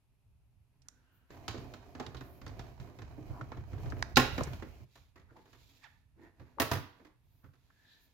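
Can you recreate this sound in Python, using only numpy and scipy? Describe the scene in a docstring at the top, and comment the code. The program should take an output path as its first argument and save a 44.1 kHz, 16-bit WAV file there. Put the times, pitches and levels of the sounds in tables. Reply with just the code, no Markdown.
"""Hands bump faintly on a craft table in a small room; then a hand-cranked die-cutting machine draws
plastic plates through its rollers. Stick-slip friction makes the gears rumble and the plates creak with
the effort on the crank, until the plates spring from the nip with a clack that rings the housing's modes.
The top plate slides off with a squeak and knocks twice on the table, and fingers pick at the cut paper."""
import sys
import numpy as np
from scipy import signal
from scipy.fft import rfft, irfft, next_fast_len
from scipy.io import wavfile
from scipy.ndimage import map_coordinates

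SR = 44100
rng = np.random.default_rng(int(sys.argv[2]) if len(sys.argv) > 2 else 0)


def transcribe(u):
    """Save the signal u as a 16-bit wav file named by the first command-line argument.

    u: samples, shape (n,) or (channels, n), limited to [-1, 1]; the rate is SR.
    q: integer samples, one column per channel.
    """
    v = np.clip(np.atleast_2d(u).T, -1, 1)
    q = np.round(v * 32767).astype(np.int16)
    wavfile.write(sys.argv[1], SR, q)


N = 358533

# coherence of the left and right channels: f/Hz, correlation
COHERENCE = [(30, .3), (70, 0.45), (130, 0.68), (280, 0.73), (600, 0.82), (2000, 0.17), (8000, 0.062)]
# spectra of the rumbling table and of white noise: f/Hz, level/dB
TABLE_RUMBLE = [(18, -37.5), (30, -8), (54, 1.5), (108, -1), (129, -0.5), (161, -16), (200, -14),
                (260, -43), (440, -120)]
WHITE = [(100, 0), (3000, 0)]


def amp(db):
    """Amplitude ratio of a level in decibels."""
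    return 10 ** (np.asarray(db) / 20)


def unit(x):
    """Normalisation to rms 1."""
    return x / np.sqrt(np.mean(x ** 2) + 1e-20)


def along(points, hz):
    """Interpolation of (f/Hz, value) points on a logarithmic frequency axis."""
    f, v = np.transpose(points)
    return np.interp(np.log(hz + 1), np.log(f + 1), v)


def wobble(rate):
    """Smooth random modulation within +-1, with rate knots a second."""
    knots = rng.standard_normal(int(N * rate / SR) + 4)
    return np.tanh(map_coordinates(knots, [np.arange(N) * rate / SR]))


def filtered(x, response):
    """Linear filtering: the spectrum is multiplied by a frequency response."""
    n = x.shape[-1]
    m = next_fast_len(n + SR // 8)
    return irfft(rfft(x, m) * response(np.fft.rfftfreq(m, 1 / SR)), m)[..., :n]


def spread(pair, spectrum):
    """Partial coherence: two independent signals, as mid and side, make coloured stereo of rms 1."""
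    def response(hz):
        angle = np.arccos(np.clip(along(COHERENCE, hz), -1, 1)) / 2
        return amp(along(spectrum, hz)) * [np.cos(angle), np.sin(angle)]
    mid, side = filtered(pair, response)
    return unit(np.array([mid + side, mid - side]))


def noise(spectrum, n=N):
    """Gaussian stereo noise of a given spectrum."""
    return spread(rng.standard_normal((2, n)), spectrum)


def slips(rate, uneven):
    """Stick-slip as a Poisson process: impulses of uneven size, on average rate a second."""
    sizes = np.exp(uneven * rng.uniform(-1.8, 1, N)) * rng.choice([-1, 1], (2, N))
    return unit((rng.random(N) < rate / SR) * sizes)


def placed(pan_db):
    """Panning by level difference, left minus right."""
    return amp([[pan_db / 2], [-pan_db / 2]])


def add(track, s, sound):
    """Superposition of a sound on the track at s seconds."""
    part = track[:, round(s * SR):][:, :sound.shape[1]]
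    part += sound[:, :part.shape[1]]


def room(x, wet_db):
    """Reverberation: an exponentially decaying diffuse field follows the direct sound."""
    # reverberation time: f/Hz, t60/s
    decay_times = [(60, 0.27), (250, .4), (1000, 0.49), (4000, 0.49), (8000, 0.31), (16000, 0.36)]
    hz, t, field = signal.stft(noise(WHITE, SR // 2), SR, nperseg=256)
    field = field * amp(-60 * t / along(decay_times, hz)[:, None]) * (1 - np.exp(-t / 0.006))
    tail = signal.istft(field, SR, nperseg=256)[1]
    tail /= np.linalg.norm(tail[0])
    return x + amp(wet_db) * signal.fftconvolve(x, tail, axes=1)[:, :x.shape[1]]


def room_tone():
    """Stationary noise: the faint, mostly low background of the room."""
    # f/Hz, level/dB
    background = [(13, -40), (22, -7), (59, -1.5), (118, -5), (189, -14.5), (496, -27.5), (730, -26.5),
                  (837, -25.5), (1810, -36), (2590, -27.5), (3150, -34), (8030, -40), (12100, -33.5),
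                  (13600, -50.5), (16000, -51.5)]
    return amp(-74.5) * noise(background)


def hands():
    """Forced vibration and friction: hands rock the table, rub the plates together and brush paper."""
    # rocking of the table: t/s, level/dB
    leaning = [(0, -80.5), (.3, -69.5), (.65, -70), (4.9, -68), (6.2, -72), (7.45, -71), (7.8, -76),
               (8.13, -76.5)]
    # t/s, half length/s, plate rubbing level/dB, paper and sleeve rustle level/dB
    strokes = [(1.07, 0.28, -77, -91.5), (1.34, 0.028, -60, -71), (4.98, 0.11, -86, -77.5),
               (5.37, 0.16, -72, -94), (5.69, 0.23, -74.5, -73.5), (6.247, 0.053, -60, -81),
               (6.468, 0.12, -66, -84), (7.002, 0.1, -71, -83.5), (7.35, .12, -85, -89.5),
               (7.468, 0.032, -74, -96), (7.917, 0.28, -77, -78.5)]
    # friction spectra of plate and paper: f/Hz, level/dB
    rub_spectrum = [(110, -40), (180, 3.5), (200, -17), (254, 4), (335, -6), (426, -7.5), (594, -13),
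                    (674, -6.5), (765, -13.5), (962, -7), (1130, -16.5), (1830, -13.5), (2800, -24.5),
                    (3640, -53.5), (6160, -120)]
    rustle_spectrum = [(1410, -16.5), (2400, -2), (2970, -5.5), (3380, -1.5), (4080, -2), (5140, -5.5),
                       (5520, -8), (7180, -7.5), (8280, -22), (13500, -10), (16000, -20)]
    t = np.arange(N) / SR
    rub, rustle = amp(-88.5), 0  # resting hands still rub a little
    for s, half, rub_db, rustle_db in strokes:
        swell = np.exp(-((t - s) / half) ** 2)
        rub += amp(rub_db) * swell
        rustle += amp(rustle_db) * swell
    bumping = amp(np.interp(t, *np.transpose(leaning)) + 5.5 * wobble(13)) * noise(TABLE_RUMBLE)
    rubbing = amp(-2.5 + 1.5 * wobble(32)) * rub * spread(slips(2000, uneven=0.29), rub_spectrum)
    rustling = amp(4 + 2 * wobble(30)) * rustle * spread(slips(5000, uneven=0.31), rustle_spectrum)
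    return placed(-4) * (bumping + rubbing + rustling)


def cracks():
    """Sudden stress release in plastic or paper excites a broad resonance within one cycle."""
    # t/s, level/dB, centre f/Hz, left minus right/dB, t60/s
    releases = [(0.819, -67.5, 5160, -9.5, 0.047), (0.885, -41, 6200, -8.5, 0.015),
                (0.885, -56.5, 1580, -9, 0.025), (2.064, -47.5, 3800, -9, 0.039),
                (2.168, -52.5, 3700, -6, 0.11), (2.478, -53, 4760, -5, 0.046),
                (3.411, -37, 1230, -5, 0.032), (3.519, -37.5, 726, -7.5, 0.027),
                (3.901, -52, 5070, -4.5, 0.053), (3.922, -33.5, 1290, -1.5, 0.021),
                (4.026, -20, 1500, -4.5, 0.01), (4.025, -28, 4700, -4.5, 0.014),
                (4.159, -32, 4500, -12.5, 0.12), (4.409, -19, 412, 4, 0.022), (4.408, -26, 950, -1, 0.017),
                (4.434, -41, 6200, -8, 0.046), (6.585, -39, 910, 14, 0.03), (7.702, -61, 1560, -2, 0.039)]
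    track, t = np.zeros((2, N)), np.arange(SR // 2) / SR
    for s, db, hz, pan_db, t60 in releases:
        resonance = [(hz / 6, -26), (hz / 1.4, -7), (hz, 0), (hz * 1.4, -9), (hz * 2, -24),
                     (hz * 8, -55), (hz * 30, -90)]
        envelope = amp(db - 60 * t / t60) * (1 - np.exp(-2 * hz * t))
        add(track, s, placed(pan_db) * room(envelope * noise(resonance, len(t)), wet_db=-16.5))
    return track


def drags():
    """Sliding friction of fingers, paper and plates swells and fades around one resonance a stroke; the swell
    at 1.54 s near 4.2 kHz instead rings on after the knock at 1.48 s."""
    # t/s, level/dB, half length/s, centre f/Hz, offset to -14 dB/Hz
    strokes = [(1.098, -81, 0.48, 1520, 400), (1.151, -86, .15, 2900, 500), (1.16, -78, .035, 14000, 3000),
               (1.33, -67, .025, 2000, 900), (1.36, -79, 0.062, 13500, 3500),
               (1.541, -63, 0.049, 4200, 1300), (2.01, -42.5, 0.013, 760, 199),
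               (2.303, -70.5, 0.12, 13300, 3550), (3.373, -55, 0.045, 1030, 550),
               (3.531, -56, 0.015, 1360, 500), (3.578, -54, 0.0082, 606, 300),
               (4.73, -74, 0.046, 2650, 350), (5.179, -63.5, 0.0076, 2008, 400),
               (5.301, -68, .012, 1450, 300), (5.369, -59.5, .012, 850, 300),
               (7.447, -65.5, 0.012, 1300, 500), (5.867, -67.5, 0.053, 1800, 199.5),
               (6.584, -51, 0.0091, 520, 300.7), (6.226, -59.5, 0.042, 330, 110.7),
               (6.256, -70, 0.048, 1848, 159.7), (7.38, -81, 0.13, 13800, 3510),
               (7.879, -72, 0.14, 1719, 230), (7.917, -67.5, 0.058, 3860, 1110),
               (8.038, -73, 0.032, 13400, 3000)]
    track, t = np.zeros((2, N)), np.arange(SR // 2) / SR
    middle = t[-1] / 2
    for s, db, half, hz, width in strokes:
        resonance = [(hz / 3, -60), (hz - width, -14), (hz, 0), (hz + width, -14), (hz * 3, -60)]
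        swell = amp(db) * np.exp(-((t - middle) / half) ** 2)
        add(track, s - middle, swell * noise(resonance, len(t)))
    return room(track, wet_db=-7.5)


def impacts(rows, modes, *, pan_db, wet_db, t60, hard_rise_s, light_rise_s, damping, ring_db,
            knock_gain_db, clack_gain_db, snap_gain_db, fizz_gain_db,
            thud_gain_db, thud_t60, thud_rise_s, rebound_s, rebound_db):
    """Impact excitation: plastic strikes and rebounds, its modes ring and the table thuds below."""
    # spectra of the contact noise, from low to high: f/Hz, level/dB
    thud_band = [(25, -28.5), (55, -8.5), (80, 1.5), (125, 4), (180, -13), (300, -37.5), (600, -79)]
    knock_band = [(100, -41.5), (190, -11), (280, 2.5), (390, -3), (500, -7.5), (800, -21.5), (2000, -70)]
    clack_band = [(250, -32.5), (480, -9.5), (800, -0.5), (1100, 1), (1400, -1), (1800, -2.5), (2200, -5.5),
                  (2900, -17.5), (4000, -27), (9000, -67.5)]
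    snap_band = [(1500, -46), (2500, -0.5), (4000, -1), (5400, -5.5), (7200, -7.5), (8000, -21),
                 (11000, -27.5), (16000, -34)]
    fizz_band = [(6000, -39), (8500, -4.5), (11000, -2.5), (13000, 0.5), (16000, -1.5)]
    track, t = np.zeros((2, N)), np.arange(SR * 2 // 3) / SR

    def burst(spectrum, t60, attack):
        """A contact and its rebound add in power, with the energy of a decay that starts at rms 1."""
        contact = lambda age: amp(-60 * age / t60) * (1 - np.exp(-age / attack))
        envelope = np.hypot(contact(t), amp(rebound_db) * contact(np.maximum(t - rebound_s, 0)))
        return unit(noise(spectrum, len(t)) * envelope) * np.sqrt(t60 / t[-1] / np.log(1e6))

    octaves = np.log2(np.array([300, 1200, 4200]) / 584)  # hardness tilts the spectrum about 584 Hz
    strongest_db = max(row[1] for row in rows)
    for s, db, hardness, thud_db in rows:
        knock_db, clack_db, snap_db = db + hardness * octaves + [0, 0, -8.5]
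        relative_db = db - strongest_db
        rise = np.interp(relative_db, [-30, 0], [light_rise_s, hard_rise_s])
        rise += 0.0003 * max(-hardness, 0)  # a soft contact slows the attack
        drive = [(280, knock_db), (900, clack_db), (2000, clack_db), (4000, snap_db)]
        ring = 0
        for hz, level, mode_t60 in modes:
            phase_scatter = np.arccos(np.clip(along(COHERENCE, hz), 0, 1)) / 2  # between the channels
            phase = rng.uniform(0, 2 * np.pi) + rng.normal(0, phase_scatter, (2, 1))
            mode_db = level + along(drive, hz) + rng.normal(0, 1)
            ring += amp(mode_db - 60 * t / mode_t60) * np.sin(2 * np.pi * hz * t + phase)
        ring *= amp(ring_db + damping * relative_db) * (1 - np.exp(-t / rise))  # light blows ring less
        hit = amp(clack_db + clack_gain_db) * burst(clack_band, t60, rise)
        hit += amp(snap_db + snap_gain_db) * burst(snap_band, 0.88 * t60, 0.43 * rise)
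        hit += amp(snap_db + fizz_gain_db + 0.28 * relative_db) * burst(fizz_band, 1.1 * t60, 0.98 * rise)
        hit += amp(knock_db + knock_gain_db) * burst(knock_band, 1.4 * t60, 3 * rise)
        thud = amp(thud_db + thud_gain_db) * burst(thud_band, thud_t60, thud_rise_s)
        add(track, s, room(hit, wet_db) + ring + thud)
    return placed(pan_db) * track


def machine_jolts():
    """Jolts excite the normal modes of the housing, most strongly as the plates leave the nip."""
    # t/s, level/dB, hardness/(dB per octave), table thud level/dB
    jolts = [(1.304, -58, -1, -58), (1.367, -61, -1.5, -55.5), (1.48, -44.5, 3.5, -41.5),
             (1.542, -48, -5, -49), (1.578, -58, 1.5, -44), (1.737, -54, 1.5, -67), (1.95, -52, -1, -50.5),
             (1.998, -43.5, -0.5, -53), (2.064, -52.5, 0, -46), (2.146, -51, -0.5, -52),
             (2.208, -50, -1, -53), (2.415, -58, 0, -66), (2.464, -52.5, 0.5, -51), (2.593, -53, 1.5, -49),
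             (2.799, -59, 1, -46), (2.872, -58, -4.5, -62), (2.987, -54, -1, -55), (3.019, -55.5, 0, -47),
             (3.175, -56, -11, -47), (3.298, -58.5, -6.5, -38.5), (3.393, -58, -10, -55),
             (3.411, -53.5, -1.5, -44), (3.518, -52, -1.5, -62), (3.571, -55.5, -2, -40.5),
             (3.73, -53.5, -3.5, -39), (3.782, -62, 0, -63), (3.858, -52, -3, -40),
             (3.921, -50.5, -4.5, -47), (3.966, -54, -4.5, -43), (4.169, -22.5, 2.5, -36.5),
             (4.379, -38, -1, -44), (4.406, -46, -1, -38.5), (4.47, -50, -1.5, -39), (4.532, -54, 1.5, -62),
             (4.622, -47, -3, -61), (4.8, -66.5, -4.5, -50)]
    # f/Hz, level/dB, t60/s
    housing_modes = [(126.6, -4.5, 0.48), (251.3, 4, 0.25), (391, -7.5, 0.33), (688, -13, 0.25),
                     (850, -10, 0.091), (1066, -2, 0.18), (1379, -5.5, .12), (1543, -12.5, 0.17),
                     (1728, -7, .2), (1853, -8, 0.17), (2310, -12.5, 0.15), (2596, -14, .2),
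                     (3100, -20, .3), (3924, -10, .2), (4441, -17.5, .15), (5243, -15, .15)]
    return impacts(jolts, housing_modes, pan_db=-4, wet_db=-7, t60=0.059,
                   hard_rise_s=0.0017, light_rise_s=0.0008, damping=0.2, ring_db=-1,
                   knock_gain_db=4.5, clack_gain_db=5, snap_gain_db=8, fizz_gain_db=-4,
                   thud_gain_db=4, thud_t60=0.17, thud_rise_s=0.0069, rebound_s=0.028, rebound_db=-14.5)


def effort(rows, fade_s):
    """Amplitude envelope of one spell of cranking, faded in and out."""
    t = np.arange(N) / SR
    s, db = np.transpose(rows)
    gate = np.clip(1 + np.minimum(t - s[0], s[-1] - t) / fade_s, 0, 1)
    return gate * amp(np.interp(t, s, db))


def crank():
    """Amplitude modulation: the gains of rumble, grinding and scrape follow the effort on the crank."""
    # effort with the plates in the nip, then running free: t/s, level/dB
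    in_nip = [(1.31, -59), (1.45, -58), (1.6, -55), (1.89, -62), (2.1, -57.5), (2.39, -63), (2.51, -54),
              (2.72, -60), (3.1, -61), (3.34, -57.5), (3.47, -59.5), (3.56, -59.5), (3.66, -62),
              (3.87, -50), (4.02, -53), (4.14, -59.5)]
    run_out = [(4.33, -51), (4.5, -55), (4.72, -63), (4.84, -68)]
    pull, free = effort(in_nip, fade_s=0.0091), effort(run_out, fade_s=0.018)
    drawn_in_s = np.arange(N) / SR - in_nip[0][0]
    rumble = pull * amp(3.5 + 3 * drawn_in_s) + free * amp(11.5)  # the table takes a growing load
    scrape = pull * amp(-15.5) + free * amp(-7.5)
    return rumble, pull + free, scrape


def rollers():
    """Stick-slip under load: gears and rollers ring the frame, the table rumbles, the plates scrape."""
    # resonances of gear train and frame: f/Hz, bandwidth/Hz, level/dB
    frame_modes = [(265.7, 17, 5.5), (372, 28, 2), (588.4, 45, -4), (699, 28, 5), (826, 120, -6.5),
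                   (1041, 87, -8), (1222, 53, -9.5), (1830, 160, -19)]
    # friction spectra of gears and plates: f/Hz, level/dB
    grind_spectrum = [(100, -32), (170, -3.5), (250, 3.5), (501, -3), (685, -1.5), (763, -17),
                      (1070, -12.5), (1440, -22), (1750, -21), (3000, -25.5), (3900, -60), (6600, -120)]
    scrape_spectrum = [(1290, -35.5), (2200, -2.5), (2470, -1), (2730, -15), (3020, -7.5), (3530, -15.5),
                       (4100, -9), (6920, -13), (8030, -19), (9170, -22), (12200, -13.5), (14200, -14),
                       (16000, -16.5)]

    def frame(f):
        """Damped resonators summed with alternating sign."""
        return sum((-1) ** k * amp(db) * 1j * f * width / (hz * hz - f * f + 1j * f * width)
                   for k, (hz, width, db) in enumerate(frame_modes))

    rumble, grind, scrape = crank()
    load = amp(3.2 * wobble(24))  # the hand never turns quite evenly
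    teeth = spread(slips(320, uneven=0.97), WHITE)
    ringing = amp(-4.5) * unit(filtered(teeth, frame))
    grit = amp(-2) * unit(room(spread(slips(600, uneven=0.29), grind_spectrum), wet_db=1))
    scraping = amp(2) * unit(room(spread(slips(550, uneven=0.5), scrape_spectrum), wet_db=3.5))
    rumbling = amp(-1 + 3 * wobble(13)) * rumble * noise(TABLE_RUMBLE)
    return placed(-3) * (rumbling + load * (grind * (ringing + grit) + scrape * scraping))


def creaks():
    """Sparse stick-slip: the squeezed plates creak, more strongly as the effort grows."""
    # f/Hz, level/dB
    spectrum = [(400, -25.5), (750, 6), (1400, -4.5), (2400, -7.5), (4500, -17), (7000, -18),
                (10000, -45)]
    _, grind, scrape = crank()
    t = np.arange(SR // 50) / SR
    chatter = rng.standard_normal((2, len(t))) * amp(-60 * t / 0.028)
    ticks = signal.fftconvolve(slips(28, uneven=0.59), chatter, axes=1)[:, :N]
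    return placed(-10) * amp(-7) * np.sqrt(grind * scrape) * room(spread(ticks, spectrum), wet_db=0)


def shudder():
    """Damped free vibration: released from the plates, the machine shakes on the table."""
    release_s, rise_s, t60 = 4.14, 0.023, 0.66
    t = np.maximum(np.arange(N) / SR - release_s, 0)
    return placed(-3.5) * amp(-29.5 - 60 * t / t60) * (1 - np.exp(-t / rise_s)) * noise(TABLE_RUMBLE)


def plate_knocks():
    """The loose plate rings in its normal modes as it touches and lands on the table."""
    # t/s, level/dB, hardness/(dB per octave), table thud level/dB
    touches = [(4.954, -66.5, 3, -73), (5.157, -63.5, 0, -66), (5.195, -71, 1, -61.5),
               (5.305, -68.5, -4, -68), (5.365, -63, -1.5, -68), (5.455, -68, 0, -78), (5.529, -66, 2, -75),
               (6.396, -61.5, -2, -51), (6.599, -32.5, 2.5, -39.5), (6.714, -36.5, 1.5, -32.5),
               (6.732, -44, -0.5, -50), (6.752, -46, 0.5, -55), (6.997, -65, -4, -81),
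               (7.048, -62.5, -0.5, -77), (7.44, -67.5, -2, -54), (7.535, -75, 1, -73)]
    # f/Hz, level/dB, t60/s
    plate_modes = [(279, 3, 0.166), (400, -3, .17), (544, -0.5, 0.18), (680.5, 4, 0.12), (965, 1, 0.1),
                   (1173, -14, 0.092), (1560, -17, 0.12), (1820, 0.5, 0.12), (2450, -7, 0.11),
                   (3140, -26, 0.22), (3350, -23, 0.23), (4630, -20, 0.28)]
    return impacts(touches, plate_modes, pan_db=-3.5, wet_db=-7.5, t60=0.067,
                   hard_rise_s=0.0009, light_rise_s=0.0031, damping=0.099, ring_db=-2.5,
                   knock_gain_db=6, clack_gain_db=6.5, snap_gain_db=8, fizz_gain_db=6,
                   thud_gain_db=2, thud_t60=0.32, thud_rise_s=0.0025, rebound_s=0.0186, rebound_db=-5)


def squeak():
    """Nearly periodic stick-slip: the sliding plate gives scratchy harmonic chirps of falling pitch."""
    # t/s, level/dB, fundamental f/Hz
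    chirps = [(5.83, -71, 864), (5.846, -57.5, 950), (5.863, -64, 772)]
    half_s, fall_octaves_per_s = 0.01, 38
    harmonics_db = [-2.5, 3, -6.5, -5.5, -16, -13, -18, -23]
    track, t = np.zeros((2, N)), np.arange(SR // 20) / SR
    middle = t[-1] / 2
    swell = np.exp(-((t - middle) / half_s) ** 2)
    for s, db, hz in chirps:
        jitter = 1 + 0.09 * wobble(900)[:len(t)]
        pitch = hz * 2 ** (fall_octaves_per_s * (middle - t)) * jitter
        phase = 2 * np.pi * np.cumsum(pitch) / SR
        tone = sum(amp(level) * np.sin(k * phase) for k, level in enumerate(harmonics_db, 1))
        add(track, s - middle, placed(-12.5) * amp(db) * swell * tone)
    return room(track, wet_db=-8.5)


def scene():
    """Superposition of machine, plate and hands on the quiet of the room."""
    knocking = machine_jolts() + plate_knocks()
    cranking = rollers() + creaks() + shudder()
    handling = hands() + drags() + squeak()
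    return knocking + cranking + handling + cracks() + room_tone()


def record(dry):
    """Band limiting: a steep low-pass filter cuts off at 15.9 kHz."""
    return signal.sosfilt(signal.cheby1(N=12, rp=0.2, Wn=15900, fs=SR, output="sos"), dry)


dry = scene()
out = record(dry)
transcribe(out)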